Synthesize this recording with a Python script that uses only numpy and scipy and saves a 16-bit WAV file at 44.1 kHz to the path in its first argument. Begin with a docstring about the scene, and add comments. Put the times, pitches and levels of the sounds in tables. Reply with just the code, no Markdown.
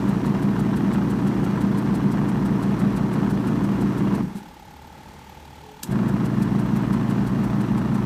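"""The empty plastic tub of a small washing machine drones, heard from just above. A mains motor turns the wash plate
through a belt: shaft and hum tones drone, bumps shake the tub, bearings rattle and the belt joint swishes each lap.
Cut off, the drive coasts to rest and leaves a light flutter of rubs, each a short tone, some air and a thin sizzle.
A timer switch snaps in two noise bursts and the motor runs up the other way round. Low room noise lies beneath."""
import sys
import numpy as np
from scipy import signal
from scipy.fft import rfft, irfft, next_fast_len
from scipy.io import wavfile
from scipy.ndimage import uniform_filter1d

SR = 44100
rng = np.random.default_rng(int(sys.argv[2]) if len(sys.argv) > 2 else 0)


def store_pcm(level_fs):
    """Save levels as 16-bit WAV."""
    pcm = np.round(np.clip(level_fs, -1, 1) * 32767).astype(np.int16)
    wavfile.write(sys.argv[1], SR, np.atleast_2d(pcm).T)


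N = 355005
TIME = np.arange(N) / SR

# full-speed turns a second of shaft, belt and wash plate; the magnetic pull comes at twice the mains frequency
SHAFT_HZ, BELT_HZ, PLATE_HZ, MAGNET_HZ = 28.45, 5.9084, 5.04, 120


def undb(db):
    """Decibels to gain."""
    return 10 ** (np.asarray(db) / 20)


def unit(x):
    """Scale to rms 1."""
    return x / np.sqrt(np.mean(x ** 2))


def colour(x, points):
    """Pass a sound through a response drawn between (Hz, dB) points on a log frequency axis; rms 1."""
    size = next_fast_len(N)
    hz, db = np.transpose(points)
    bins = np.maximum(np.fft.rfftfreq(size, 1 / SR), 1)
    gain = undb(np.interp(np.log(bins), np.log(hz), db))
    return unit(irfft(rfft(x, size) * gain, size)[:N])


def noise(points):
    """Coloured noise of rms 1."""
    return colour(rng.standard_normal(N), points)


def walk(rate):
    """Smooth random wander of rms 1, drawing a new value about rate times a second."""
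    hold = max(int(SR / rate), 2)
    steps = np.repeat(rng.standard_normal(N // hold + 1), hold)
    return unit(uniform_filter1d(uniform_filter1d(steps, hold), hold)[:N])


def cycle(turns):
    """Cosine of an angle given in turns."""
    return np.cos(2 * np.pi * turns)


def bump(turns, width):
    """A smooth pulse at every whole turn; width in turns."""
    offset = (turns + .5) % 1 - .5
    return np.exp(-.5 * (offset / width) ** 2)


def bell(centre_s, width_s):
    """A single smooth rise and fall in time, peaking at 1."""
    return np.exp(-.5 * ((TIME - centre_s) / width_s) ** 2)


def decay(age, t60):
    """Exponential fall by 60 dB in t60 seconds."""
    return np.exp(-np.log(1000) * age / t60)


def surface(turns, count):
    """Unevenness of a turning part: the same bumps come round on every turn."""
    return unit(np.interp(turns % 1, np.linspace(0, 1, count), rng.standard_normal(count)))


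# the motor is cut, coasts to rest, is switched on in reverse and runs up (seconds)
CUT_S, COAST_S, RESTART_S, RUN_UP_S = 4.21, .47, 5.83, .096


def motor(release_s=0.013, attack_s=0.065):
    """Speed (share of full, negative = reversed) and electric pull (0-1) through cut, coast and restart."""
    coast = np.clip(1 - (TIME - CUT_S) / COAST_S, 0, 1) ** 2
    run_up = np.clip((TIME - RESTART_S) / RUN_UP_S, 0, 1)
    release = np.exp(-np.maximum(TIME - CUT_S, 0) / release_s)
    attack = np.clip((TIME - RESTART_S) / attack_s, 0, 1) ** 2
    return coast - run_up, release + attack


def effort(speed, power, coast_db):
    """Force on the drive: it grows with speed and drops by coast_db when the motor freewheels."""
    return np.abs(speed) * (power + (1 - power) * undb(coast_db))


# The belt slackens, its joint crawls over a pulley, the motor kicks in.
# Each row: start in seconds, nominal strength in dB.
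TUB_JOLTS = [(4.228, -1), (4.352, -4.5), (5.832, 1.5)]


def jolts(rise_s=0.0023, decay_s=0.032):
    """Each jolt shakes the tub briefly: a fast rise and a short decay."""
    out = np.zeros(N)
    for start, db in TUB_JOLTS:
        age = np.maximum(TIME - start, 0)
        out += undb(db) * (1 - np.exp(-age / rise_s)) * np.exp(-age / decay_s)
    return out


# Multiples of the shaft rate that the tub radiates: one plain multiple per entry.
SHAFT_MULTIPLES = (2, 5, 7, 8, 9, 10)
# Nominal strength of those multiples. Each row: forward level in dB, reversed level in dB.
SHAFT_LEVELS = [(-44, -42.5), (-34.5, -31.5), (-25.5, -26), (-33, -30.5), (-50, -37.5), (-35.5, -43)]
# Magnetic hum from its first harmonic up. Each row: forward level in dB, reversed level in dB.
HUM_LEVELS = [(-31.5, -29), (-37, -42), (-39, -41.5), (-54, -53), (-53.5, -56)]
# Sidebands one, two and three shaft rates above each hum harmonic, before the fall above the corner.
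# Each row: forward level in dB, reversed level in dB.
SIDEBAND_LEVELS = [(-34.5, -39), (-37, -37.5), (-39.5, -42.5)]
# The one sideband below a hum harmonic. One row: hum harmonic, multiple of the shaft rate.
LOW_SIDEBAND = (4, -1)
# Its nominal strength. One row: forward level in dB, reversed level in dB.
LOW_SIDEBAND_LEVELS = (-45.5, -55)


def drone_lines(corner_hz=283.6, fall_db_per_octave=19):
    """Rows (hum harmonic, shaft multiple, (forward dB, reversed dB)); the turning rotor adds sidebands to the hum."""
    lines = [(0, shaft, db) for shaft, db in zip(SHAFT_MULTIPLES, SHAFT_LEVELS)]
    for pull, hum_db in enumerate(HUM_LEVELS, 1):
        lines.append((pull, 0, hum_db))
        for shaft, db in enumerate(SIDEBAND_LEVELS, 1):
            hz = pull * MAGNET_HZ + shaft * SHAFT_HZ
            octaves = max(np.log2(hz / corner_hz), 0)
            lines.append((pull, shaft, np.array(db) - fall_db_per_octave * octaves))
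    return lines + [(*LOW_SIDEBAND, LOW_SIDEBAND_LEVELS)]


def drone(speed, shake, power, belt_sway=0.18, plate_sway=0.27, waver_db=0.22, slip_turns=0.017):
    """Shaft harmonics and magnetic hum with shaft sidebands; belt and plate make the shaft-borne lines sway."""
    out = 0
    travel = np.cumsum(np.abs(speed)) / SR
    slip = slip_turns * walk(4.3)
    for pull, shaft, (forward_db, reverse_db) in drone_lines():
        start, belt_angle, plate_angle = rng.random(3)
        turns = pull * MAGNET_HZ * TIME + shaft * SHAFT_HZ * travel + start
        drive = power if pull else shake
        gain = np.where(speed > 0, undb(forward_db), undb(reverse_db)) * drive
        if shaft:  # the pure mains hum gets no slip or sway
            turns = turns + slip
            sway = belt_sway * cycle(BELT_HZ * travel + belt_angle)
            sway = sway + plate_sway * cycle(PLATE_HZ * travel + plate_angle)
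            gain = gain * (1 + sway) * undb(waver_db * walk(10))
        out = out + np.sqrt(2) * gain * cycle(turns)
    return out


# Tub shaken by belt and plate. Each row: frequency in Hz, relative level in dB.
TUB_RESPONSE = [(12, -70), (25, -46), (36, -30), (44, -12), (66, -12.5), (80, -17), (112, -15.5),
                (135, -8.5), (165, 1), (210, 3), (255, -7), (320, -5), (480, -20.5), (800, -50)]


def rumble(travel, speed, level_db=-26.5, plate_db=-1, loose_db=-2):
    """Bumps of belt and wash plate, plus loose play, shake the tub."""
    belt_bumps = colour(speed * surface(BELT_HZ * travel, count=500), TUB_RESPONSE)
    plate_bumps = colour(speed * surface(PLATE_HZ * travel, count=600), TUB_RESPONSE)
    loose_play = noise(TUB_RESPONSE)
    return undb(level_db) * unit(belt_bumps + undb(plate_db) * plate_bumps + undb(loose_db) * loose_play)


# Bearing rattle. Each row: frequency in Hz, relative level in dB.
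RATTLE_COLOUR = [(300, -28), (520, -7.5), (650, 1), (780, -0.5), (950, 2), (1300, -3.5), (1620, -6.5),
                 (1710, -17.5), (1800, -8.5), (2100, -13), (2900, -18.5), (4200, -26.5), (8000, -34.5),
                 (15000, -62)]


def rattle(travel, level_db=-35.5, shaft_depth=0.15, magnet_depth=0.23, grain_db=2.0, grain_rate=450,
           surge_db=0.27, repeat_db=-6):
    """Dense uneven knocks in the bearings, harder once a shaft turn and at every magnetic pull."""
    shaft_pressure = 1 + shaft_depth * cycle(SHAFT_HZ * travel)
    magnet_pressure = 1 + magnet_depth * cycle(MAGNET_HZ * TIME)
    # part of the roughness comes round again with each belt lap
    roughness = rng.standard_normal(N) + undb(repeat_db) * surface(BELT_HZ * travel, count=5000)
    knocks = roughness * undb(grain_db * walk(grain_rate) + surge_db * walk(60))
    return undb(level_db) * colour(knocks * shaft_pressure * magnet_pressure, RATTLE_COLOUR)


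# Running hiss of the belt. Each row: frequency in Hz, relative level in dB.
BELT_HISS = [(1500, 15), (3000, 1), (4200, -5), (5800, 10.5), (7000, -5.5), (8200, 0), (10000, -1),
             (13500, -8), (15800, -13)]
# Swish of the belt joint. Each row: frequency in Hz, relative level in dB.
JOINT_SWISH = [(1500, 6), (4000, 0.5), (6500, -0.5), (8000, 2.5), (10000, 0.5), (13500, -3.5),
               (15800, -6.5)]


def belt(travel, speed, first_joint_s=.0925, hiss_db=-54, joint_db=-44, width=0.042, scatter_db=1.0,
         reversed_db=-0.4):
    """The belt hisses over the pulleys and its joint swishes once a lap, a little softer in reverse."""
    hiss = np.abs(speed) * undb(hiss_db) * noise(BELT_HISS)
    joint = bump(BELT_HZ * (travel - first_joint_s), width) * undb(joint_db + scatter_db * walk(6))
    swish = np.sqrt(np.abs(speed)) * joint * noise(JOINT_SWISH)
    return undb(reversed_db * (speed < 0)) * (hiss + swish)


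# rubs a second before surge and wander, and time of the first (seconds)
FLUTTER_HZ, FIRST_RUB_S = 38.0, .0085
# the fluttering part runs briefly ahead as the drive stops: centre and width (seconds), lead (rubs)
SURGE_S, SURGE_WIDTH_S, SURGE_RUBS = 4.43, .2, .8
# the flutter's air swells late in the pause: centre and width (seconds), lift (dB)
SWELL_S, SWELL_WIDTH_S, SWELL_DB = 5.6, .2, 3.5
# Soft air around each rub. Each row: frequency in Hz, relative level in dB.
RUB_AIR = [(1000, -14), (3300, 10), (5000, -4.5), (8000, -2.5), (11000, -14), (16000, -30)]
# Thin sizzle at each rub. Each row: frequency in Hz, relative level in dB.
RUB_SIZZLE = [(6000, -4.5), (10800, -24), (11900, -3), (12700, -6), (13700, -10), (14350, 1), (14700, -21),
              (16000, -30)]


def flutter(level_db=-41.5, chirp_hz=860, scatter_hz=22, width=0.12, air_db=-19, air_width=0.29,
            sizzle_db=-17.0, lead=.22, fade=0.49, uneven=0.3, scatter_db=1.0, wander=.03):
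    """A light part that keeps turning rubs twice a turn: air, a sizzle and a short tone, long and short by turns."""
    surge = SURGE_RUBS * bell(SURGE_S, SURGE_WIDTH_S)
    rubs = FLUTTER_HZ * (TIME - FIRST_RUB_S) + surge + wander * walk(5)
    # each rub draws its own pitch, phase and force
    index = np.maximum(np.round(rubs), 0).astype(int)
    count = int(FLUTTER_HZ * (TIME[-1] + 1))
    pitch, angle, force = rng.standard_normal((count, 3))[index].T
    side = uneven * cycle(rubs / 2)
    tone = np.sqrt(2) * cycle(np.cumsum(chirp_hz + scatter_hz * pitch) / SR + angle)
    chirp = tone * bump(rubs, width * (1 + side))
    swell_db = SWELL_DB * bell(SWELL_S, SWELL_WIDTH_S)
    air = undb(air_db + swell_db) * bump(rubs, air_width) * noise(RUB_AIR)
    # the sizzle starts abruptly on contact, just before the chirp has built up, and holds until the parts separate
    contact = np.exp(-(((rubs + lead) % 1) / fade) ** 4)
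    sizzle = undb(sizzle_db) * (1 - side) * contact * noise(RUB_SIZZLE)
    return undb(level_db + scatter_db * force) * (chirp + air + sizzle)


# Colour of the switch snap. Each row: frequency in Hz, relative level in dB.
SNAP_COLOUR = [(590, -38), (1000, -6), (2360, -16), (2710, -2.5), (3300, -10), (5850, -6), (7880, -3),
               (8440, -7), (13500, -8), (15500, -19)]
# Trip and snap of the switch contact. Each row: start in seconds, nominal level in dB.
SWITCH_CONTACTS = [(5.829, -32), (5.832, -22.5)]


def switch(snap_t60=0.027, tail_db=-20, tail_t60=0.19, rise_s=0.00076):
    """The timer contact trips and snaps shut; the tub holds a short tail."""
    out = np.zeros(N)
    for start, db in SWITCH_CONTACTS:
        age = np.maximum(TIME - start, 0)
        rise = 1 - np.exp(-age / rise_s)
        fall = decay(age, snap_t60) + undb(tail_db) * decay(age, tail_t60)
        out += undb(db) * rise * fall * noise(SNAP_COLOUR)
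    return out


# Resonances of the plastic shell. Each row: frequency in Hz, width in Hz, nominal lift in dB (negative = dip).
SHELL_MODES = [(1730, 47, 10), (2793, 26, 5), (3300, 80, 4), (3940, 69, 4), (4160, 190, 4), (4610, 85, 4),
               (6970, 63, 3), (7920, 110, 4), (8840, 120, 3), (11000, 80, 4.5), (12463, 60, 2),
               (13050, 54, -7)]


def shell(x, dull_db=-0.26, echo_db=-10, echo_t60=0.046):
    """The shell's resonances colour any broad sound; the tub walls add a cluster of early echoes."""
    out = undb(dull_db) * x
    for hz, width, db in SHELL_MODES:
        b, a = signal.iirpeak(hz, hz / width, fs=SR)
        out = out + (undb(db) - 1) * signal.lfilter(b, a, x)
    age = TIME[:SR // 20]
    # random echoes begin 2 ms after the direct sound
    echoes = rng.standard_normal(len(age)) * decay(age, echo_t60) * (age > .002)
    echoes = signal.lfilter(*signal.butter(4, 2200, "high", fs=SR), echoes)
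    echoed = signal.fftconvolve(out, echoes / np.linalg.norm(echoes))[:N]
    return (out + undb(echo_db) * echoed) / np.hypot(1, undb(echo_db))


def wavering(hz, waver_db=2.0, drift_turns=0.079):
    """A tone of rms 1 that is unsteady in level and pitch."""
    return unit(undb(waver_db * walk(8)) * cycle(hz * TIME + drift_turns * walk(14)))


# Low household background. Each row: frequency in Hz, relative level in dB.
ROOM_COLOUR = [(25, -16), (45, -2), (62, -4), (74, 4.5), (95, -6.5), (140, 1), (230, -2), (400, -8.5),
               (700, -12), (1300, -14), (2200, -17), (3400, -23.5), (7000, -29), (15000, -40)]
# Faint brief tones in the pause. Each row: centre in seconds, length in seconds, frequency in Hz, level in dB.
PASSING_TONES = [(4.84, .27, 74.4, -47), (5.448, 0.7, 74.6, -52), (5.48, 0.36, 141, -52),
                 (5.695, 0.22, 427, -50)]


def room(level_db=-46, swell_db=1):
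    """Low household noise that slowly swells, with a few faint passing tones."""
    out = undb(level_db + swell_db * walk(4.235)) * noise(ROOM_COLOUR)
    for centre, length, hz, db in PASSING_TONES:
        window = np.cos(np.pi * np.clip((TIME - centre) / length, -.5, .5))
        out = out + undb(db) * window * wavering(hz)
    return out


def scene(coast_shake_db=-5, coast_rattle_db=-8.5, drone_power=3.1, reversed_rattle_db=-.7,
          reversed_rumble_db=-0.94):
    """One motor motion drives drone, rumble, rattle and belt; rumble, rattle and belt are softer in reverse."""
    speed, power = motor()
    travel = np.cumsum(speed) / SR  # seconds' worth of full-speed turning
    backwards = speed < 0
    shake = effort(speed, power, coast_shake_db) + jolts()
    load = effort(speed, power, coast_rattle_db) * undb(reversed_rattle_db * backwards)
    # unbalance grows with speed, so the tones die before the loose rumble does
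    tones = np.abs(speed) ** drone_power * drone(speed, shake, power)
    low = tones + shake * undb(reversed_rumble_db * backwards) * rumble(travel, speed)
    bright = load * rattle(travel) + belt(travel, speed) + flutter() + switch()
    return (low + shell(bright) + room())[None]


def record(dry, top_hz=15500):
    """The phone cuts the top: a steep low-pass."""
    return signal.sosfilt(signal.ellip(10, .2, 80, top_hz, fs=SR, output="sos"), dry)


dry = scene()
out = record(dry)
store_pcm(out)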